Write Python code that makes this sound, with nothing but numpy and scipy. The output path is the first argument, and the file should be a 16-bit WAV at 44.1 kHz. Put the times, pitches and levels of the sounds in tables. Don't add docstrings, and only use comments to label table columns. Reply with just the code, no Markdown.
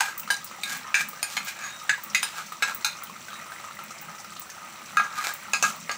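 import sys
import numpy as np
from scipy import signal
from scipy.fft import rfft, irfft
from scipy.io import wavfile
from scipy.ndimage import uniform_filter1d, minimum_filter1d

SR = 44100
rng = np.random.default_rng(int(sys.argv[2]) if len(sys.argv) > 2 else 0)


def int16_out(signal):
    q = np.round(np.clip(np.atleast_2d(signal).T, -1, 1) * 32767)
    wavfile.write(sys.argv[1], SR, q.astype(np.int16))


N = 263277
TIME = np.arange(N) / SR

# f/Hz, relative level/dB
STOVE_TONE = [(25, -23), (48, -26.5), (70, -11.5), (100, -3.5), (160, -2), (215, -17.5), (285, -19),
              (335, -0.5), (450, -18.5), (570, -1.5), (750, -18.5), (1500, -39)]
# f/Hz, width/Hz (doubled in each of two filter passes), relative level/dB
HOLLOW = [(165, 14.8, 0), (204.5, 14.5, 1.5), (237.8, 22.4, -1.5)]
# t/s of the height, level/dB
GURGLES = [(.28, -53), (.76, -49.5), (1.06, -50), (1.41, -50.5), (2.12, -51), (3.12, -51.5), (3.87, -53.5),
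           (4.08, -50.5), (4.99, -48.5), (5.53, -51), (5.67, -45), (5.83, -50)]
# t/s, bubbling level/dB, fizz level/dB
SIMMER_LEVELS = [(0, -45.5, -48.5), (.5, -47, -46), (.85, -44, -46), (1.2, -47, -46), (1.8, -46, -44.5),
                 (2.4, -46, -44.5), (3.0, -46, -46.5), (3.35, -44.5, -45), (3.85, -42.5, -47),
                 (4.3, -47.5, -46), (4.7, -44, -45.5), (5.3, -43.5, -44.5), (5.97, -44.5, -44)]
# f/Hz, relative level/dB
BUBBLING_TONE = [(250, -23), (450, -15), (600, -9), (900, -1.5), (1100, -0.5), (1260, 8), (1550, -2),
                 (2000, 3), (3000, -8), (4500, -34), (8000, -21.5)]
# f/Hz, relative level/dB
FIZZ_TONE = [(1000, -36), (2500, 11.5), (3450, 6.5), (3900, 9.5), (5000, 4), (5950, 12.5), (6750, 4),
             (7500, 10.5), (8400, 4), (10500, -2.5), (13400, -9), (14500, 0), (15300, 10), (15700, 9.5)]
# f/Hz, relative level/dB, t60/s
POT_MODES = [(762, -19, .12), (859, -16, .121), (897, -14, .09), (1096, -17, .2), (1158, -14, .18),
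             (1222, -9, .14), (1243, -4, .15), (1315, -10, .14), (1367, -12, .13), (1491, -14, .13),
             (1545, -13, .11), (1622, -6, .16), (1636, 0, .16), (1660, -10, .14), (2027, -12, .14),
             (2160, -12, .15), (2266, -15, .14), (2349, -12, .13), (2436, -16, .16), (2512, -9, .13),
             (2592, -11, .13), (3014, -16, .14), (3116, -18, .13), (3735, -15, .12), (3892, -16, .13),
             (4075, -15, .11), (4240, -16, .14), (4565, -18, .13), (4905, -20, .14), (4987, -17, .16),
             (5320, -20, .13), (5750, -21, .13), (5889, -21, .13), (6195, -17, .16), (6657, -14, .16),
             (6712, -21, .14), (7030, -20, .13), (7600, -17, .11), (7893, -22, .16), (8134, -24, .14),
             (9028, -16, .11)]
# f/Hz, relative level/dB
BURST_TONE = [(100.0, -9.5), (450.0, -5), (800.0, 3), (1100.0, -1.5), (1500.0, 1), (2000.0, -1.4),
              (2450.0, 2.5), (3100.0, -2.5), (4200.0, -0.3), (5400.0, -4), (7300.0, -2), (10500.0, -14),
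              (13700.0, -12), (15200.0, -12), (16000.0, -14.5)]
# t/s of the height, half length/s, level/dB before the trim, treble/dB,
# cavity f/Hz, answer of the pot/dB
SIGHS = [(0.047, 0.048, -37.5, 12, 1600, 25), (0.721, 0.042, -35, 11.5, 1580, 22),
         (1.003, 0.014, -29, 9.5, 1650, 21), (1.322, 0.041, -44.5, 18.5, 1290, 20),
         (1.48, 0.018, -35, 10.5, 2140, 20), (1.639, 0.054, -33, -0.5, 1770, 22),
         (2.384, 0.027, -32, 3, 1390, 19), (2.688, 0.017, -25.5, -2, 1380, 18),
         (5.197, 0.034, -30, 5, 1214, 26), (5.277, 0.027, -31.5, 8, 1330, 26),
         (5.685, .0212, -37, 13.5, 1230, 23)]
# [(f/Hz, level/dB)]
POPS = [ (0.0062, -19, 0.014, -21, 0.076, 1587, -17, -11, 0, [(850, 14.5), (1620, 6), (2450, 5), (3850, 1)],
        -25.5, [(762, -32.5), (897, -25), (1622, -19), (2436, -26)]),
        (0.303, -22.5, .02, -21.5, 0.12, 1658, -18.5, -2.5, 4.5, [(866, 7), (1690, 5), (3980, 7), (5130, 7),
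        (9100, 12)], -31.5, [(1545, -39), (1622, -14), (3014, -26.5), (4905, -32)]),
        (0.6344, -22.5, .02, -30.5, 0.086, 2350, -27, 3, 16, [(1030, -2), (1616, 8), (2200, 21.5),
        (3760, 11), (9020, 8)], -46, [(3735, -31.5), (4075, -38), (6657, -39)]),
        (0.943, -9.5, .0175, -18, 0.14, 2360, -11, -21, -11.5, [(1650, 7), (2330, 8), (3600, 0),
        (6070, 7.5), (7165, 0), (9020, 8)], -39, [(1622, -16), (2349, -18), (4987, -28), (7030, -25)]),
        (1.229, -10, 0.0075, -40, 0.14, 2630, -39, -2, 5, [(2400, 12.5), (3490, 9), (4880, 9), (7100, 4),
        (9100, 17), (11470, 11)], -42, [(1243, -38), (1622, -30.5), (7030, -30), (9028, -27)]),
        (1.3683, -23, 0.02, -27, 0.11, 2110, -25, -15.5, -10.5, [(866, 10), (2160, -1), (6500, 3),
        (9100, 5), (11370, 0)], -37, [(2160, -26), (3116, -34), (6712, -31.5)]),
        (1.8939, -15.5, 0.047, -27.5, 0.16, 1683, -16, -16, -11.5, [(1726, 11.5), (2100, 7.5), (3870, 8.5),
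        (6640, 12.5), (7865, 7), (10440, 7)], -34, [(1491, -28), (1660, -15.5), (2027, -34),
        (2592, -27.5)]), (2.1477, -15.5, 0.021, -25.5, 0.17, 2046, -14.5, -26, -8.5, [(2120, 2), (4200, 3),
        (6640, 7), (9630, 8)], -34, [(2160, -28), (2512, -19.5), (4987, -29), (5889, -33), (6657, -34)]),
        (2.2293, -15.5, .0215, -34, 0.42, 2450, -43, -12, -3.5, [(974, 4), (2930, 2), (3650, 3.5),
        (5000, 3), (9020, 7)], -31, [(2512, -34), (4987, -30), (9028, -21)]),
        (2.6233, -16.5, 0.027, -19, 0.094, 1350, -23, -11, -10.5, [(1406, 9), (2374, 7), (3870, 8.5),
        (8350, 5), (11470, 8)], -30, [(1222, -33), (1367, -31), (1636, -16.5), (5320, -30), (6195, -31),
        (7893, -28.5)]), (2.8464, -12.5, 0.03, -26, 0.11, 2407, -18, -4, 18, [(919, 17), (1440, 18),
        (2374, 18), (3750, 11), (4300, 9), (5800, 6.5)], -32, [(1636, -27), (2266, -31), (4240, -36),
        (5750, -35), (6195, -31), (6657, -31), (8134, -42)]),
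        (4.9702, -11.5, 0.026, -44, 0.3, 1380, -20, -7, -11, [(1275, 16), (2500, 4), (4150, 8.5), (6860, 7),
        (9450, 8), (11180, 10)], -25, [(1243, -13.5), (1315, -26), (1367, -27), (1636, -10),
        (2512, -17.5)]), (4.9967, -17.5, 0.018, -36, 0.12, 1600, -23, -5, -25, [(1250, 18)],
        -35, [(1222, -17.5), (1660, -38)]), (5.0477, -32, .015, -36, 0.11, 1637, -27, -3, -24, [(1200, 18)],
        -37, [(1222, -29.5)]), (5.534, -14, 0.015, -28, 0.22, 2500, -38, -3, -2, [(1307, 3), (2463, 10),
        (4630, 14.5), (6790, 12), (7550, 4.5), (9280, 11)], -21.5, [(1243, -25.5), (1636, -24), (2512, -26),
        (2592, -22), (4565, -39)]), (5.6256, -16, 0.024, -25, 0.077, 2600, -37, 5.5, 5, [(1180, 4),
        (2740, 3), (4150, 4), (6210, 12.5), (7470, 6)], -27.5, [(2592, -23.5), (6657, -33), (7600, -26)]),
        (5.637, -30, 0.013, -28.5, 0.26, 1297, -21.5, -3.5, -6, [(1307, 15), (1690, 3), (6140, 8),
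        (7320, 10), (9540, 10)], -21.5, [(1243, -16), (1315, -23), (1636, -16.5)]),
        (5.8945, -21.5, 0.018, -31.5, 0.12, 1180, -28, -3.5, -23, [(1180, 0), (4630, 9), (7165, 8),
        (9190, 13)], -43, [(1243, -25.5), (1636, -26.5)]),
        (5.9134, -26, .02, -38, 0.092, 1634, -36, -2, 1, [(4550, 13), (5450, 9), (6750, 11)],
        -39, [(6712, -35.5)])]
# t/s, level/dB before the trim, cavity f/Hz
PLOPS = [(0.0842, -23.5, 1560), (0.2762, -25, 1275), (0.5124, -28.5, 1266), (1.1314, -29, 1235),
         (1.474, -28, 1503), (2.5212, -23.5, 1265), (2.7094, -24, 1350), (2.953, -34, 1210),
         (3.022, -34, 1140), (3.0971, -30, 1086), (3.162, -34, 1280), (3.3305, -29, 1250),
         (3.465, -36, 1300), (3.52, -26.5, 1580), (3.599, -32, 1270), (3.71, -31, 1310),
         (3.7904, -26.5, 1346), (3.908, -31, 1260), (4.024, -40, 830), (4.245, -32, 1360),
         (4.321, -34, 1240), (4.3637, -33, 1280), (4.618, -41, 1320), (4.8179, -34, 1230),
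         (4.934, -37, 1280)]
# t/s, level/dB before the trim
TICKS = [(0.178, -21.5), (0.1958, -20.5), (0.444, -22), (0.7705, -29.5), (1.0867, -22.5), (1.4476, -28),
         (2.036, -25), (2.746, -23), (3.0345, -24), (3.8363, -35), (4.0135, -30), (4.396, -28),
         (5.337, -23)]
# t/s, level/dB before the trim, f/Hz
SPITS = [(0.3656, -26.5, 5950), (0.475, -32, 4970), (1.797, -33, 5370), (2.1, -30, 5660),
         (2.4653, -31.5, 5920), (2.9683, -34, 5960), (3.273, -36, 6150), (3.9063, -31, 5800),
         (3.983, -31.5, 5600), (4.184, -35, 5600), (4.1999, -30, 5960), (4.2469, -38, 4780),
         (4.3665, -29.5, 3800), (4.4175, -31, 8000), (4.4992, -27, 6050), (4.8575, -37, 5800),
         (5.0364, -30, 6100)]
# t/s, level/dB
SNAPS = [(.683, -40), (.722, -30), (.757, -33), (1.431, -33.5), (3.219, -48), (4.501, -37), (5.216, -44),
         (5.27, -20)]
# t/s of the height, half length/s, f/Hz, level/dB
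WHISTLES = [(0.705, 0.015, 6700, -45), (1.663, 0.033, 6680, -43), (1.73, 0.093, 3750, -49.5),
            (3.348, 0.026, 3810, -51.5), (3.52, 0.028, 8890, -56)]


def from_db(db):
    return 10 ** (np.asarray(db) / 20)


def rms_one(x):
    return x / np.sqrt(np.mean(x ** 2) + 1e-20)


def dying(t, t60):
    return from_db(-60 * t / max(t60, 1e-4))


def swell(s, half):
    return np.exp(-.5 * np.minimum(((TIME - s) / half) ** 2, 100))


def add(out, s, sound):
    i = max(round(s * SR), 0)
    out[i:i + len(sound)] += sound[:max(N - i, 0)]


def drift(rate):
    knots = rng.standard_normal(int(N / SR * rate) + 2)
    return np.interp(TIME * rate, np.arange(len(knots)), knots)


def grains(per_s, spread_db):
    sizes = from_db(spread_db * np.minimum(rng.exponential(1, N), 4.5))
    signs = rng.choice([-1, 1], N)
    return sizes * signs * (rng.random(N) < per_s / SR)


def colour(x, spectrum, size=4096):
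    hz, db = np.transpose(spectrum)
    gain = from_db(np.interp(np.log(np.fft.rfftfreq(size, 1 / SR) + 1), np.log(hz), db))
    cepstrum = irfft(np.log(gain))[:size // 2]
    cepstrum[1:] *= 2
    response = irfft(np.exp(rfft(cepstrum, size)))
    return signal.fftconvolve(x, response / np.linalg.norm(response))[:len(x)]


def resonance(x, hz, width_hz):
    r = np.exp(-np.pi * width_hz / SR)
    zeros = np.array([1, 0, -1]) * (1 - r * r) / 2
    poles = [1, -2 * r * np.cos(2 * np.pi * hz / SR), r * r]
    return signal.lfilter(zeros, poles, x + 1e-18)


def double_resonance(x, hz, width_hz):
    return resonance(resonance(x, hz, width_hz), hz, width_hz)


def low_cut(x, hz, order=2):
    return signal.sosfilt(signal.butter(order, hz, "high", fs=SR, output="sos"), x)


def low_pass(x, hz, order=1):
    return signal.sosfilt(signal.butter(order, hz, fs=SR, output="sos"), x)


def brighten(x, treble_db, corner_hz=3600):
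    low = low_pass(x, corner_hz)
    return low + from_db(treble_db) * (x - low)


def hump(hz, centre_hz, octaves):
    return np.exp(-(np.log2(hz / centre_hz) / octaves) ** 2)


def kitchen(x, wet_db=-5, t60=0.28, treble_t60=0.18):
    t = TIME[:SR // 2]
    echoes = rng.standard_normal(len(t)) * (t > .003)
    low = low_pass(echoes, 4000)
    response = low * dying(t, t60) + (echoes - low) * dying(t, treble_t60)
    return x + from_db(wet_db) * signal.fftconvolve(x, response / np.linalg.norm(response))[:N]


def stove(rumble_db=-59.5, gurgle_half_s=0.04, murmur_db=-60, wander_db=3.5, wander_per_s=19):
    rumble = from_db(rumble_db) * colour(rng.standard_normal(N), STOVE_TONE)
    hollow = np.zeros(N)
    for hz, width, db in HOLLOW:
        hollow += from_db(db) * rms_one(double_resonance(rng.standard_normal(N), hz, 2 * width))
    hollow /= np.sqrt(uniform_filter1d(hollow ** 2, size=4000) + 1e-9)
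    murmur = from_db(murmur_db + wander_db * drift(wander_per_s))
    big = sum(from_db(db) * swell(s, gurgle_half_s) for s, db in GURGLES)
    return rumble + hollow * np.hypot(murmur, big)


def blubs(level_db=-66):
    pitches = np.geomspace(290, 820, 12)
    notes = sum(resonance(grains(28, spread_db=5.0), hz, hz / 14) for hz in pitches)
    return from_db(level_db) * rms_one(notes)


def pot_answer(x):
    return sum(from_db(db) * resonance(x, hz, np.log(1000) / np.pi / t60) for hz, db, t60 in POT_MODES)


def crackles(per_s=70, clump_db=3.0, spread_db=4.5, sharpness=7):
    clumps = from_db(clump_db * drift(rate=37))
    pitches = np.geomspace(2200, 15000, 20)
    beads = sum(resonance(grains(per_s * clumps, spread_db), hz, hz / sharpness) for hz in pitches)
    return rms_one(kitchen(beads, wet_db=-4.5))


def simmer(bubble_db=-1, ring_db=-7, wash_db=-8, fizz_db=-4.0, hiss_db=-2.5):
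    s, bubbling_db, fizzing_db = np.transpose(SIMMER_LEVELS)
    clumps = from_db(4.5 * drift(rate=19))
    notes = np.zeros(N)
    for hz in np.geomspace(480, 4000, 28):
        notes += resonance(grains(38 * clumps, spread_db=4.0), hz, hz / 15) / np.sqrt(hz)
    notes = colour(notes, BUBBLING_TONE)
    bubbles = from_db(bubble_db) * rms_one(kitchen(notes + from_db(ring_db) * pot_answer(notes)))
    bubbles += from_db(wash_db) * colour(rng.standard_normal(N), BUBBLING_TONE)
    hiss = from_db(hiss_db) * rng.standard_normal(N)
    fizz = colour(from_db(fizz_db) * crackles() + hiss, FIZZ_TONE)
    bubbles *= from_db(np.interp(TIME, s, bubbling_db))
    fizz *= from_db(np.interp(TIME, s, fizzing_db))
    return low_cut(bubbles + fizz, hz=246)


def sighs(level_db=-10.5, throat_db=3, sputter_db=3.5, crackle_db=-2):
    out, drive = np.zeros((2, N))
    jet = rms_one(grains(1500, spread_db=0.0) * from_db(sputter_db * drift(rate=110)))
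    droplets = rms_one(grains(170, spread_db=0.5))
    spray = rms_one(colour(jet + from_db(crackle_db) * droplets, BURST_TONE))
    for s, half, db, treble_db, hz, answer_db in SIGHS:
        puff = from_db(db + level_db) * spray * swell(s, half)
        voiced = puff + from_db(throat_db) * resonance(puff, hz, 0.31 * hz)
        out += brighten(voiced, treble_db)
        drive += from_db(answer_db) * (voiced - .5 * puff)
    return low_cut(kitchen(out) + pot_answer(drive), hz=550)


def cavity(t, hz, cycles, rise):
    t60 = cycles / hz
    pitch = hz * (1 + rise * (np.minimum(t / t60, 1) - .2))
    return np.sin(2 * np.pi * np.cumsum(pitch) / SR) * dying(t, t60)


def burst_spectrum(crater, bass_db, treble_db, octaves_at_1k=0.3, bass_hz=1150, treble_hz=4000):
    hz = np.geomspace(100, 16000, 200)
    tone_hz, tone_db = np.transpose(BURST_TONE)
    db = np.interp(np.log(hz), np.log(tone_hz), tone_db)
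    for centre_hz, lift_db in crater:
        db += lift_db * hump(hz, centre_hz, octaves_at_1k * np.sqrt(1000 / centre_hz))
    db += bass_db / (1 + (hz / bass_hz) ** 6)
    db += treble_db / (1 + (treble_hz / hz) ** 3)
    return np.transpose([hz, db])


def pot_walls(x, echo=0.3, count=7, above_hz=2900):
    response = np.zeros(SR // 300)
    delays = rng.integers(SR // 3000, len(response), count)
    response[delays] = echo * rng.choice([-1, 1], count)
    response[0] = 1
    treble = low_cut(x, above_hz, order=3)
    combed = np.convolve(treble, response / np.linalg.norm(response))[:len(x)]
    return low_pass(x, above_hz, order=3) + combed


def pops(split_db=11, ragged_db=6.0):
    out, t = np.zeros(N), TIME[:SR // 3]
    for s, crack_db, crack_t60, steam_db, steam_t60, hz, note_db, bass_db, treble_db, crater, *_ in POPS:
        sputter = rms_one(from_db(ragged_db * drift(rate=640)[:len(t)]))
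        crack = from_db(crack_db) * dying(t, crack_t60)
        steam = from_db(steam_db) * dying(t, steam_t60) * sputter
        flow = rng.standard_normal(len(t)) * np.hypot(crack, steam)
        split = from_db(crack_db + split_db) * (t == 0)
        rush = colour(split + flow, burst_spectrum(crater, bass_db, treble_db))
        note = from_db(note_db) * low_cut(cavity(t, hz, cycles=106, rise=0.035), 0.37 * hz)
        add(out, s, pot_walls(rush) + note)
    return low_cut(out, hz=170)


def pot_ring(scatter_db=2.0, build_s=0.015):
    out, t = np.zeros(N), TIME[:SR // 3]
    pitches, levels, t60s = np.transpose(POT_MODES)
    for s, *_, pot_db, struck in POPS:
        strengths = levels + pot_db + scatter_db * rng.standard_normal(len(POT_MODES))
        for hz, db in struck:
            strengths[np.argmin(np.abs(pitches - hz))] = db
        ring = np.zeros(len(t))
        for hz, db, t60 in zip(pitches, strengths, t60s):
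            ring += from_db(db) * np.sin(2 * np.pi * (hz * t + rng.random())) * dying(t, t60)
        add(out, s, ring * (1 - dying(t, build_s)))
    return out


def faint_plops(per_s=30, level_db=-41.5, scatter_db=4.5, centre_hz=1518, scatter_octaves=0.402):
    times = TIME[rng.random(N) < per_s / SR]
    scatter = rng.standard_normal((len(times), 2))
    return [(s, level_db + scatter_db * size, centre_hz * 2 ** (scatter_octaves * pitch))
            for s, (size, pitch) in zip(times, scatter)]


def plops(level_db=-1, crack_db=-12):
    out, t = np.zeros(N), TIME[:SR // 10]
    for s, db, hz in list(PLOPS) + faint_plops():
        crack = from_db(crack_db) * colour(rng.standard_normal(len(t)) * dying(t, 0.063), BURST_TONE)
        add(out, s, from_db(db + level_db) * (crack + cavity(t, hz, cycles=42.7, rise=0.034)))
    return low_cut(out, hz=375)


def ticks(level_db=1, lower_db=-13, tick_hz=15870):
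    out, t = np.zeros(N), TIME[:SR // 10]
    for s, db in TICKS:
        burst = rng.standard_normal(len(t)) * dying(t, 0.044)
        high = 4 * double_resonance(burst, tick_hz, 1370)
        lower = from_db(lower_db) * 2 * resonance(burst, 0.54 * tick_hz, 2900)
        add(out, s, from_db(db + level_db) * (high + lower))
    return out


def spits(level_db=-3):
    out, t = np.zeros(N), TIME[:SR // 10]
    for s, db, hz in SPITS:
        burst = rng.standard_normal(len(t)) * dying(t, 0.061)
        add(out, s, from_db(db + level_db) * 2 * resonance(burst, hz, 960))
    return out


def snaps(t60=0.0044):
    out, t = np.zeros(N), TIME[:SR // 20]
    for s, db in SNAPS:
        burst = colour(rng.standard_normal(len(t)) * dying(t, t60), BURST_TONE)
        add(out, s, from_db(db) * brighten(burst, treble_db=5.5))
    return out


def whistles(width_hz=65):
    out = np.zeros(N)
    for s, half, hz, db in WHISTLES:
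        tone = rms_one(double_resonance(rng.standard_normal(N), hz, width_hz))
        out += from_db(db) * tone * swell(s, half)
    return out


def scene():
    events = kitchen(blubs() + pops() + plops() + ticks() + spits() + snaps())
    return (stove() + simmer() + sighs() + events + pot_ring() + whistles())[None]


def record(dry, ceiling_db=-6.5, release_db_per_s=250):
    over = np.maximum(20 * np.log10(np.abs(dry[0]) + 1e-9) - ceiling_db, 0)
    fall = release_db_per_s * TIME
    held = np.maximum.accumulate(over + fall) - fall
    gain_db = uniform_filter1d(minimum_filter1d(-held, size=441), size=441)
    top_cut = signal.cheby2(16, 60, 16150, fs=SR, output="sos")
    return signal.sosfilt(top_cut, dry * from_db(gain_db))


dry = scene()
out = record(dry)
int16_out(out)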